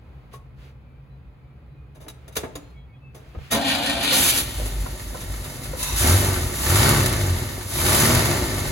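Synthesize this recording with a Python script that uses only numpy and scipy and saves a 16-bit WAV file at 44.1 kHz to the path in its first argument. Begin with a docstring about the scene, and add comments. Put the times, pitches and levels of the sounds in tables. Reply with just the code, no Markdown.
"""A low garage hum, then clicks, knocks and faint squeaks from the door and controls of an old V8 car.
From above the open bonnet we hear the starter's teeth grind for under a second; the engine catches,
settles to a lumpy idle and is revved three times. One crankshaft and one throttle drive its layers:
firings shake the block, valve gear clatters, air hisses and snarls into the carburettor, and the
exhaust booms through the tailpipe. The throttle rods tap lightly during the idle."""
import sys
import numpy as np
from scipy import signal
from scipy.fft import rfft, irfft, next_fast_len
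from scipy.io import wavfile
from scipy.ndimage import uniform_filter1d, map_coordinates

SR = 44100
rng = np.random.default_rng(int(sys.argv[2]) if len(sys.argv) > 2 else 0)


def pcm_store(signal):
    """Save signal as 16-bit PCM."""
    levels = np.round(np.clip(np.atleast_2d(signal), -1, 1) * 32767)
    wavfile.write(sys.argv[1], SR, levels.astype(np.int16).T)


N = 384111
TIME = np.arange(N) / SR

# room tone: rumble and air spectra, and the hum's tones (frequency [Hz], level [dB])
RUMBLE_EQ = [(12, -64), (20, -22), (36, -21.5), (59, -2), (75, -5), (91, -16.5), (134, -3.5), (166, -17.5),
             (315, -27.5), (400, -48), (520, -46.5), (880, -120)]
AIR_EQ = [(150, -21), (250, 0.5), (450, 4), (700, -2.5), (1100, -6.5), (1500, -9.5), (2000, -10.5),
          (2350, -11.5), (2900, -17), (4000, -19.5), (6000, -33.5), (16000, -29.5)]
HUM_TONES = [(59.2, -52), (134.6, -56)]
# reverb of the garage walls (frequency [Hz], t60 [s])
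WALL_DECAY = [(100, 0.7), (500, 0.7), (2500, 0.3), (7000, 0.36), (15000, 0.18)]
# stereo width (frequency [Hz], side against mid [dB])
STEREO_WIDTH = [(60, -18.5), (200, -11.5), (380, -9.5), (700, -3), (2400, -1.5), (5000, -1.5),
                (8000, -25.5), (15000, -25)]
# two microphone ports hear the treble out of step (frequency [Hz], left's lead [rad])
PORT_PHASE = [(300, 0), (950, 0.73), (1900, -1.1), (3000, 2.17), (4200, 0.33), (5200, -3), (6700, 1),
              (8500, -4), (11000, -5.5), (13400, -10), (15500, -11.5)]

# cloth, seat and pedal scuffs (time [s], length [s], rub [dB], hollow body [dB])
SCUFF_CUES = [(-.2, 0.76, -76, -60.5), (0.31, 0.059, -57, -59), (0.556, 0.18, -58.5, -59),
              (1.965, 0.7, -66, -60), (2.35, 0.092, -49, -52), (2.39, 0.44, -63, -59),
              (3.113, 0.39, -60, -59), (3.374, 0.21, -52.5, -67)]
# metal contacts of latch, key, starter drive and linkage, and little puffs of intake air during the idle #
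# (time [s], level [dB], body against snap [dB], rise [s], t60 [s])
CLICK_CUES = [(0.326, -48.5, -5, 0.014, 0.1), (1.945, -57, 8, 0.0073, 0.13),
              (1.998, -52.5, 4, 0.0099, 0.22), (2.081, -37, -24, 0.0017, 0.07),
              (2.099, -45, -15, .0017, 0.045), (2.278, -45.5, 1, 0.0017, 0.071),
              (2.32, -52.5, -3, 0.005, 0.15), (2.353, -33.5, -23, 0.0033, 0.09),
              (2.364, -23, -5, 0.0024, 0.086), (2.436, -47.5, 10.5, .002, 0.14),
              (2.553, -35, -1.5, 0.0013, 0.086), (2.701, -66, -2, .002, 0.068),
              (3.145, -48.5, 4, 0.0018, 0.21), (3.283, -67, -9, 0.0019, 0.052),
              (3.505, -19.5, -11, 0.019, 0.15), (4.023, -26.5, -8, 0.0079, 0.11),
              (4.12, -19, -16, 0.0041, 0.13), (5.2, -37.5, -10, 0.0069, 0.18), (5.335, -49, -23, .006, .12),
              (5.435, -36.5, -17, 0.009, 0.11)]
# dull bodywork knocks (time [s], level [dB], t60 [s])
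KNOCK_CUES = [(0.336, -41, 0.047), (2.063, -44.5, 0.086), (2.433, -29, 0.086), (3.348, -37.5, 0.089),
              (3.386, -39.5, 0.023), (3.522, -30, 0.15)]
# struck parts, from metal ping to body thud (time [s], level [dB], frequency [Hz], t60 [s])
RING_CUES = [(0.338, -37.5, 1100, 0.1), (2.065, -45, 300, .15), (2.083, -38, 3855, 0.054),
             (2.436, -33, 640, 0.089), (2.556, -38, 290, 0.24), (2.556, -36.5, 6870, 0.042),
             (3.372, -23, 70, 0.085), (3.379, -38, 175, 0.065), (3.52, -24.5, 680, 0.22),
             (3.533, -21, 218, 0.2), (3.545, -28, 1005, .2), (3.55, -27, 131, 0.14), (3.586, -32, 242, .15),
             (4.118, -24.5, 522, 0.24), (4.12, -23.5, 4200, 0.28)]
# thin squeaks (time [s], length [s], frequency [Hz], level [dB])
SQUEAK_CUES = [(.8, 0.23, 2330, -70), (1.08, .1, 4000, -74), (1.35, .25, 2320, -70), (1.68, .1, 3980, -76),
               (1.737, 0.13, 2450, -68), (2.6, .15, 4180, -66), (2.728, 0.089, 2230, -60),
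               (2.728, 0.14, 3300, -63), (2.76, .1, 4000, -72), (2.87, 0.095, 2220, -62),
               (2.92, .05, 2490, -62), (2.917, .09, 3330, -67), (3, 0.13, 2620, -58)]
# colour of scuff, click and knock (frequency [Hz], level [dB])
RUB_EQ = [(400, -13), (1200, 3), (2600, 4), (4000, -2.5), (6000, -8), (11000, -12), (16000, -11)]
SNAP_EQ = [(300, -22), (1000, 1.5), (2200, -2.5), (4000, 0.5), (7000, 1), (11000, -1.5), (16000, -3.5)]
KNOCK_EQ = [(80, 3.5), (200, 1), (290, 2.5), (430, 9), (600, 6), (900, -6.5), (1500, -10.5), (2500, -13),
            (8000, -41)]
# ring of latch and key, and of the body panels (frequency [Hz], width [Hz], level [dB])
LATCH_MODES = [(4480, 60, -2), (5835, 52, 2), (6260, 65, -2), (6830, 52, 7), (9900, 94, 7.5)]
PANEL_MODES = [(268.3, 6.4, 12.5), (429, 13.4, -3.5), (648, 28, -5.5), (880, 12, 2), (1034, 19, 5.5),
               (1242, 16, -2), (1800, 30, -3)]

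# the starter labours at each compression (time [s], tooth rate [Hz], growl [dB], grind [dB])
CRANKING_CURVE = [(3.5, 183, -22.5, -28), (3.6, 235, -25.5, -31), (3.69, 270, -27, -23.5),
                  (3.745, 259, -26, -22), (3.81, 227, -27.5, -28), (3.895, 265, -28.5, -24),
                  (3.99, 219, -28, -29.5), (4.06, 290, -32.5, -21.5), (4.12, 280, -31.5, -25),
                  (4.2, 323, -27, -25.5), (4.29, 370, -34, -26), (4.33, 330, -39.5, -30)]
# colour of the gears' low growl and bright grind (frequency [Hz], level [dB])
GROWL_EQ = [(35, -25), (62, 6.5), (85, 0), (130, -5), (210, 4), (280, 2), (400, -18), (550, -6.5),
            (800, -8), (1100, -8.5), (2000, -32), (5000, -64)]
GRIND_EQ = [(600, -34), (1200, -3.5), (1900, -5), (2500, 3), (3100, 4), (4500, 0.5), (5400, -7), (7000, -7),
            (10000, -8.5), (16000, -17.5)]
# gear whine (multiple of the tooth rate [x], level [dB])
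WHINE_ORDERS = [(1, 0.5), (1.5, -10), (2, -6), (2.5, 1.5), (3, 3.5), (3.5, -4), (4, -13), (5, -12), (6, -4),
                (7, -2.5), (9, -9), (10, -7), (13, -1), (16, 0)]
# ring of the starter's bell housing (frequency [Hz], width [Hz], level [dB])
HOUSING_MODES = [(282.7, 13, 8.5), (557.5, 16, 10.5), (690, 16, 8.5), (752, 24, 3), (811, 26, 8),
                 (888, 17, 8), (1420, 38, -2.5), (1567, 40, 2.5), (1854, 38, 15), (2300, 26, 2),
                 (2493, 19, 14), (2610, 40, 7), (2870, 45, -6), (3600, 66, 5), (4110, 97, 5),
                 (4690, 40, -1), (6240, 49, 1), (9980, 110, 15)]

# engine speed, four firings to a crank turn (time [s], firing rate [Hz])
SPEED_CURVE = [(4.25, 87.9), (4.48, 63.66), (4.58, 51.03), (4.8, 47.42), (5.13, 45.2), (5.35, 49.77),
               (5.99, 53.4), (6.12, 89.04), (6.23, 101.6), (6.39, 87.62), (6.61, 59.12), (6.75, 93.68),
               (6.89, 142.9), (7.0, 136.1), (7.17, 104.8), (7.34, 87.94), (7.69, 51.06), (7.8, 68.13),
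               (7.96, 129.8), (8.07, 156.2), (8.15, 164.3), (8.3, 141.6), (8.47, 107.7), (8.71, 92.3)]
# gulps of mixture: two at the catch, a short surge, the pedal easing open, three blips (time [s],
# air rise [s], burn rise [s], length [s], fall [s], hiss [dB], roar [dB], snarl [dB], exhaust [dB])
THROTTLE_CUES = [(4.11, 0.065, 0.066, 0.2, 0.03, -20.5, -37, -50, -34),
                 (4.33, 0.042, 0.033, 0.073, 0.028, -25.5, -37, -43, -44),
                 (4.5, 0.05, 0.079, 0.13, 0.14, -40, -37.5, -49, -29.5),
                 (5.76, 0.05, 0.17, 0.36, 0.058, -34, -41, -36.5, -27.5),
                 (5.96, 0.046, 0.064, 0.13, 0.29, -26.5, -28, -31, -23.5),
                 (6.531, 0.2, 0.27, 0.31, 0.18, -25, -26, -24, -20),
                 (7.645, 0.29, .26, 0.42, 0.18, -23.5, -27.5, -26, -27.5)]
# colour of the block and the valve gear (frequency [Hz], level [dB])
BLOCK_EQ = [(100, -31), (170, 3), (230, 0.5), (310, 2), (360, -2.5), (420, 0), (620, -3.5), (850, -3.5),
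            (1100, -17.5), (2000, -24), (4000, -52)]
CLATTER_EQ = [(500, -47), (900, 3.5), (1300, 0.5), (1900, -0.5), (2400, -2.5), (2900, -3.5), (3900, -4.5),
              (5200, -5.5), (8000, -4), (16000, -82)]
# pitched lines of the running engine (multiple of the firing rate [x], level [dB])
ENGINE_ORDERS = [(.75, -4), (1.5, 0), (2, -6), (2.5, -7.5), (3, -5.5), (3.5, -9), (4, -8), (4.5, -13),
                 (5, -9), (6, -9), (7, -17.5), (8, -13.5)]
# ring of the engine covers; pipe and air cleaner peaks that lift the orders gliding through them
# (frequency [Hz], width [Hz], level [dB])
COVER_MODES = [(268.5, 30, 1.5), (356.4, 22, 8.5), (513, 48, -2), (578, 44, 1), (680, 82, -5),
               (1186, 53, -2), (1361, 28, 0.5), (1500, 24, -34), (1773, 80, -1), (2090, 140, -2),
               (3890, 68, -2)]
PIPE_MODES = [(127, 49, 0), (231, 29, -1.5), (265.5, 20, -0.5), (357, 25.5, 8), (542, 22, 0),
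              (625, 32, 1.5), (1160, 80, 6)]

# colour of the intake's hiss and snarl (frequency [Hz], level [dB])
HISS_EQ = [(1500, -8), (3500, -3.5), (5200, -3), (6800, 1), (8500, -1), (10500, 6), (12000, 2), (16000, -4)]
SNARL_EQ = [(300, -25), (550, -2.5), (1100, 4), (2300, -6), (3200, -4.5), (7000, -18)]
# whistles of the barely open throttle (time [s], length [s], level [dB])
WHISTLE_CUES = [(5.775, 0.11, -37), (5.84, 0.14, -35), (7.721, 0.074, -44)]
# the whistle's bands and the air cleaner's cavities (frequency [Hz], width [Hz], level [dB])
WHISTLE_MODES = [(1000, 42, 5), (2060, 170, -4), (2640, 120, 0.5), (3780, 150, 3), (5900, 70, 4),
                 (6800, 160, -5)]
AIR_CLEANER_MODES = [(618, 32, 7), (877, 38, 0), (1183, 32, 5.5), (1380, 44, 9), (1520, 28, 7.5),
                     (1740, 33, -5), (2330, 65, 3)]

# colour of the exhaust's boom and deep throb (frequency [Hz], level [dB])
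BOOM_EQ = [(30, -23), (55, 0), (70, -7), (95, 6), (115, -5), (140, 0), (170, -19), (260, -18.5), (500, -71)]
THROB_EQ = [(20, -40), (34, -13), (44, 1), (54, 22), (66, -18), (110, -48)]
# exhaust lines that follow engine speed, throttle open or shut (multiple of the firing rate [x], level [dB])
LOPE_ORDERS = [(.5, -0.5), (.75, -13), (1, -5.5)]
# standing waves of the tailpipe (frequency [Hz], width [Hz], level [dB])
TAILPIPE_MODES = [(49.8, 10.7, -2.5), (91.6, 56, -1), (136, 18, -32)]
# heavy chuffs as the idle stumbles or a rev runs down (time [s], length [s], level [dB])
CHUFF_CUES = [(4.763, .11, -33), (5.278, 0.076, -32), (5.693, .06, -28), (7.281, 0.093, -25.5),
              (8.59, 0.087, -36)]

# taps of the throttle rods (time [s], level [dB], t60 [s])
TAP_CUES = [(4.859, -29, 0.065), (5.143, -31.5, 0.1), (5.733, -32.5, 0.037), (5.748, -36, 0.047)]
# colour of a tap (frequency [Hz], level [dB])
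TAP_EQ = [(250, -7), (550, 4), (1000, -8), (1450, -6.5), (2000, -17), (8000, -37)]
# ring of the rods (frequency [Hz], width [Hz], level [dB])
ROD_MODES = [(532, 65, 5), (1030, 90, 5), (1340, 91, 3)]

ENGAGE_S, RELEASE_S = 3.5, 4.41  # starter pinion thrown in and out
RUN_DOWN_S, COAST_S, COAST_DB = 0.02, 0.29, -7.5  # the gears die fast, the armature whirs on
IDLE_HZ, FLYWHEEL_S = 48, 0.04  # firing rate at idle; the flywheel smooths changes of speed
BURN_LAG_S = 0.021  # from drawing the mixture in to hearing it burn
LOW_CUT_HZ, HIGH_CUT_HZ = 36, 16000


def amp(db):
    """Decibels to gain."""
    return 10 ** (np.asarray(db) / 20)


def unit(x):
    """Scale a mono signal, or the middle of a stereo pair, to rms 1."""
    return x / np.sqrt(np.mean(np.atleast_2d(x).mean(0) ** 2) + 1e-20)


def along(points, hz):
    """Read a curve of (frequency [Hz], value) points on a log axis."""
    f, v = np.transpose(points)
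    return np.interp(np.log(hz + 1), np.log(f + 1), v)


def curves(rows):
    """One automation lane for each column after the time."""
    times, *columns = np.transpose(rows)
    return [np.interp(TIME, times, column) for column in columns]


def ramp(start, end):
    """Fade from 0 to 1 between two times."""
    return np.clip((TIME - start) / (end - start), 0, 1)


def swell(start, length):
    """Half-sine envelope."""
    return np.sin(np.pi * np.clip((TIME - start) / length, 0, 1))


def struck(start, rise, t60):
    """Envelope of one hit, peak 1."""
    age = np.clip(TIME - start, 0, 2)
    shape = (1 - np.exp(-age / rise)) ** 2 * amp(-60 * age / t60)
    return shape / (shape.max() + 1e-12)


def wobble(rate):
    """Smooth random modulation, rate knots a second."""
    return map_coordinates(rng.standard_normal(int(N * rate / SR) + 4), [TIME * rate])


def noise():
    """Two unrelated white noises."""
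    return rng.standard_normal((2, N))


def filtered(x, response):
    """Pass x through a frequency response."""
    size = next_fast_len(N + SR // 2)
    return irfft(rfft(x, size) * response(np.fft.rfftfreq(size, 1 / SR)), size)[..., :N]


def resonances(modes, hz):
    """Response of a resonator bank (frequency [Hz], width [Hz], level [dB])."""
    return sum(amp(db) * 1j * hz * w / (c * c - hz * hz + 1j * hz * w) for c, w, db in modes)


def ringing(x, modes, direct=1):
    """The ring that x leaves in a resonator bank, plus a share of x itself."""
    return filtered(x, lambda f: direct + resonances(modes, f))


def voiced(pair, eq, modes=()):
    """Colour two excitations with EQ and resonances, then mix them as mid and side."""
    mid, side = filtered(pair, lambda f: amp(along(eq, f)) * (1 + resonances(modes, f)))
    side = filtered(side, lambda f: amp(along(STEREO_WIDTH, f)))
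    return unit(np.array([mid + side, mid - side]))


def bay(pair, echo_db, t60):
    """Dense reflections between engine, wings and bonnet comb the sound into narrow peaks."""
    t = np.arange(SR // 8) / SR
    low_cut = signal.butter(2, 700, "high", fs=SR, output="sos")
    echoes = signal.sosfilt(low_cut, rng.standard_normal(len(t))) * amp(-60 * t / t60)
    wet = signal.fftconvolve(pair, echoes[None] / np.linalg.norm(echoes), axes=1)[:, :N]
    return unit(pair + amp(echo_db) * wet)


def strokes(cycles, scatter_db, uneven_db, decay, count=8):
    """One dying puff a cycle: count parts take turns, each with its own strength, no two hits alike."""
    index = cycles.astype(int)
    parts = rng.standard_normal(count)
    part_db = uneven_db * unit(parts - parts.mean())[index % count]
    stroke_db = scatter_db * rng.standard_normal(N)[index]
    return unit(amp(part_db + stroke_db) * np.exp(-(cycles % 1) / decay))


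def blows(puffs):
    """The sharp attack of each puff."""
    return unit(np.maximum(np.diff(puffs, prepend=puffs[0]), 0))


def tones(cycles, orders, flutter_db, smear_rad):
    """Sines on multiples of a cycle, each fluttering in level and phase."""
    return sum(np.sqrt(2) * amp(db + flutter_db * wobble(14))
               * np.sin(2 * np.pi * k * cycles + smear_rad * wobble(20)) for k, db in orders)


def garage():
    """The bed: low rumble, a wavering hum and a little air."""
    hum = sum(amp(db + 1.9 * wobble(5)) * np.sin(2 * np.pi * hz * TIME + 1.7 * wobble(8.5))
              for hz, db in HUM_TONES)
    air = bay(voiced(noise(), AIR_EQ), echo_db=-8, t60=0.084)
    return amp(-45) * voiced(noise(), RUMBLE_EQ) + amp(-60.5) * air + hum


def handling():
    """Scuffs, clicks with a bright snap and a duller body, knocks, and the parts they set ringing."""
    snap = sum(amp(db) * struck(s, rise, t60) for s, db, _, rise, t60 in CLICK_CUES)
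    body = sum(amp(db + body_db - 1.5) * struck(s, rise, 2 * t60)
               for s, db, body_db, rise, t60 in CLICK_CUES)
    body += sum(amp(db) * struck(s, 0.00088, t60) for s, db, t60 in KNOCK_CUES)
    rings = sum(amp(db) * struck(s, 0.0014, t60) * np.sin(2 * np.pi * hz * (TIME - s))
                for s, db, hz, t60 in RING_CUES)
    rub, hush = voiced(noise(), RUB_EQ), voiced(noise(), AIR_EQ)
    scuffs = sum(swell(s, length) * (amp(rub_db) * rub + amp(body_db) * hush)
                 for s, length, rub_db, body_db in SCUFF_CUES)
    bright = ringing(snap * bay(voiced(noise(), SNAP_EQ), echo_db=-1.5, t60=0.022), LATCH_MODES)
    hollow = ringing(body * bay(voiced(noise(), KNOCK_EQ), echo_db=-4.5, t60=0.064), PANEL_MODES)
    return amp(-1) * bright + amp(-1.5) * hollow + rings + scuffs


def walls(x):
    """The garage's reverb tail: each frequency dies at its own speed."""
    hz, t, bands = signal.stft(rng.standard_normal((2, SR // 2)), SR, nperseg=256)
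    tail = signal.istft(bands * amp(-60 * t / along(WALL_DECAY, hz)[:, None]), SR, nperseg=256)[1]
    return signal.fftconvolve(x, tail / np.linalg.norm(tail[0]), axes=1)[:, :N]


def squeaks():
    """Short thin tones that swell, tremble and fade."""
    mix = np.zeros(N)
    for s, length, hz, db in SQUEAK_CUES:
        cycles = np.cumsum(hz * (1 + 0.004 * wobble(150))) / SR
        mix += amp(db + 2 * wobble(40.3)) * swell(s, length) * np.sin(2 * np.pi * cycles)
    return mix


def starter():
    """Pinion teeth strike the flywheel and ring the bell housing, surging between compressions."""
    tooth_hz, growl_db, grind_db = curves(CRANKING_CURVE)
    teeth = np.cumsum(tooth_hz * (1 + 0.04 * wobble(130) + 0.01 * wobble(22))) / SR
    contact = strokes(teeth, scatter_db=2, uneven_db=3, decay=0.5, count=9)
    strikes = blows(contact)
    growl = voiced(strikes * [[1], [0.3]] + 2 * noise(), GROWL_EQ, HOUSING_MODES)
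    # each gear line flares as it glides through a resonance of the housing
    lines = tones(teeth, WHINE_ORDERS, flutter_db=3.5, smear_rad=0.62)
    whine = unit(ringing(lines, HOUSING_MODES, direct=0.61)) * (1 - ramp(4.07, 4.74))
    # the teeth scrape in bites, stirring now one group of resonances, now another
    bites = contact * amp(1.5 * wobble(90))
    scrape = sum(amp(2.8 * wobble(16)) * voiced(noise() * (0.7 + bites), GRIND_EQ, HOUSING_MODES[k::3])
                 for k in range(3))
    rasp = voiced(strikes * [[1], [0.6]], GRIND_EQ)
    grind = bay(unit(scrape) + amp(-4) * rasp, echo_db=5, t60=0.1)
    gears = amp(growl_db) * (amp(-2) * growl + amp(-4) * whine) + amp(grind_db) * grind
    # the dragged cylinders puff: a low tone that cuts in near the end of the cranking
    age = np.clip(TIME - ENGAGE_S, 0, 1)
    chug_gain = amp(-31) * ramp(4.2, 4.202) * np.exp(-age / 0.62)
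    chug = chug_gain * np.sin(2 * np.pi * 59 * TIME + wobble(14))
    free_s = np.maximum(TIME - RELEASE_S, 0)
    run_down = np.maximum(np.exp(-free_s / RUN_DOWN_S), amp(COAST_DB) * np.exp(-free_s / COAST_S))
    return (gears + chug) * ramp(ENGAGE_S, ENGAGE_S + 0.049) * run_down


def effort(octaves, load, idle_db, db_per_octave):
    """Fader of an engine layer: one part grows with speed, the other comes from the load."""
    return np.hypot(amp(idle_db + db_per_octave * octaves), load)


def machinery(firings, octaves, roar, snarl):
    """Each firing shakes the block; valve gear rattles twice as often, over the rush of the fan."""
    puffs = strokes(firings, scatter_db=1.5, uneven_db=3, decay=0.55)
    block = voiced(noise() * (1.23 + puffs) + 0.35 * blows(puffs), BLOCK_EQ, COVER_MODES)
    lines = tones(firings, ENGINE_ORDERS, flutter_db=2, smear_rad=0.15)
    drone = unit(ringing(lines, PIPE_MODES, direct=0.33))
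    body = unit(bay(block, echo_db=-5, t60=0.12) + 1.3 * drone)
    body *= amp(1.2 * wobble(30) / 2 ** octaves)  # the burn is lumpiest at idle
    valves = strokes(2 * firings, scatter_db=-5, uneven_db=10.5, decay=0.94, count=16)
    rattle = noise() * (2 + 0.5 * valves)
    clatter = bay(voiced(rattle, CLATTER_EQ, COVER_MODES), echo_db=-5, t60=0.067)
    body_gain = effort(octaves, amp(2) * roar, idle_db=-40.5, db_per_octave=9.5)
    clatter_gain = effort(octaves, amp(-1) * snarl, idle_db=-45, db_per_octave=10.5)
    return (body_gain * body + clatter_gain * clatter) * ramp(3.73, 4.6)


def throttle():
    """Envelopes of air draw, roar, snarl and exhaust push: the air leads and the burn follows."""
    def gulp(age, rise, length, fall, bend):
        return np.clip(age / rise, 0, 1) ** bend * np.exp(-np.maximum(age - length, 0) / fall)
    draw, roar, snarl, push = np.zeros((4, N))
    for s, air_rise, burn_rise, length, fall, hiss_db, roar_db, snarl_db, push_db in THROTTLE_CUES:
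        draw += amp(hiss_db) * gulp(TIME - s, air_rise, length, fall, bend=0.86)
        burn = gulp(TIME - s - BURN_LAG_S, burn_rise, length, fall, bend=1.2)
        roar += amp(roar_db) * burn
        snarl += amp(snarl_db) * burn
        push += amp(push_db) * burn
    push += sum(amp(db) * swell(s, length) for s, length, db in CHUFF_CUES)
    return draw, roar, snarl, push


def intake(firings, octaves, draw):
    """Air hisses past the throttle, tugged by each intake stroke, and whistles in the narrow gap."""
    tugs = strokes(firings, scatter_db=4, uneven_db=4, decay=1)
    hiss = bay(voiced(noise() * (1.74 + 0.6 * tugs), HISS_EQ), echo_db=-5.5, t60=0.07)
    whistle = unit(ringing(noise(), WHISTLE_MODES, direct=0))
    whistle_gain = sum(amp(db) * swell(s, length) for s, length, db in WHISTLE_CUES)
    hiss_gain = effort(octaves, amp(3) * draw, idle_db=-40.5, db_per_octave=7) * amp(0.52 * wobble(30))
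    return hiss_gain * hiss * ramp(4.1, 4.13) + whistle_gain * whistle


def air_cleaner(firings, snarl):
    """Under throttle each intake stroke barks through the cavities of the air cleaner."""
    barks = strokes(firings, scatter_db=2.5, uneven_db=3, decay=0.45)
    drive = noise() * barks + 0.6 * blows(barks)
    return amp(-4) * snarl * bay(voiced(drive, SNARL_EQ, AIR_CLEANER_MODES), echo_db=-4.5, t60=0.049)


def exhaust(firings, octaves, push):
    """The tailpipe booms on one note under throttle and lopes on half orders that follow engine speed alone."""
    burble = amp(3.5 * wobble(55))  # no two firings are alike
    lope = 1 + 0.3 * np.sin(np.pi * firings / 2)  # the two banks pull unequally over a crank turn
    pulling = push * burble * lope * np.sqrt(2) * np.sin(2 * np.pi * firings)
    loping = amp(-38 + 4 * octaves) * tones(firings, LOPE_ORDERS, flutter_db=4.5, smear_rad=0.58)
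    # the notes swell as they glide through the pipe's standing waves
    notes = filtered(pulling + loping, lambda f: 0.053 + np.abs(resonances(TAILPIPE_MODES, f)))
    # ragged pulses from the two banks fill in the low end
    pulses = blows(strokes(firings, scatter_db=6, uneven_db=7, decay=0.3))
    pulses -= uniform_filter1d(pulses, SR // 20)
    boom_gain = effort(octaves, amp(-7.5) * push, idle_db=-38, db_per_octave=7.5)
    boom = boom_gain * voiced(pulses + 1.76 * noise(), BOOM_EQ)
    throb = amp(-40.5) * voiced(noise() + 0.3 * pulses, THROB_EQ)
    return (notes + boom + throb) * ramp(4.16, 4.5)


def linkage():
    """Light taps of the throttle rods, each with a short hollow ring."""
    taps = sum(amp(db) * struck(s, 0.0018, t60) for s, db, t60 in TAP_CUES)
    return taps * bay(voiced(noise(), TAP_EQ, ROD_MODES), echo_db=3, t60=0.041)


def scene():
    """Engine layers locked to one crankshaft, with starter, foley and room tone."""
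    firing_hz = uniform_filter1d(curves(SPEED_CURVE)[0], int(FLYWHEEL_S * SR))
    firings = np.cumsum(firing_hz * (1 + 0.007 * wobble(20))) / SR
    octaves = np.log2(firing_hz / IDLE_HZ)  # speed above idle
    draw, roar, snarl, push = throttle()
    engine = exhaust(firings, octaves, push) + machinery(firings, octaves, roar, snarl)
    engine += air_cleaner(firings, snarl) + intake(firings, octaves, draw)
    foley = handling() + linkage() + squeaks()
    return engine + starter() + foley + amp(-13) * walls(foley) + garage()


def record(dry):
    """Two microphone ports shift the treble's phase apart and trim the deepest bass and the very top."""
    def response(hz):
        ports = np.exp(0.5j * along(PORT_PHASE, hz) * np.array([[1], [-1]]))
        low_cut = 1 - 1 / (1 + (hz / LOW_CUT_HZ) ** 12)
        return ports * low_cut / (1 + (hz / HIGH_CUT_HZ) ** 200)
    return filtered(dry, response)


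dry = scene()
out = record(dry)
pcm_store(out)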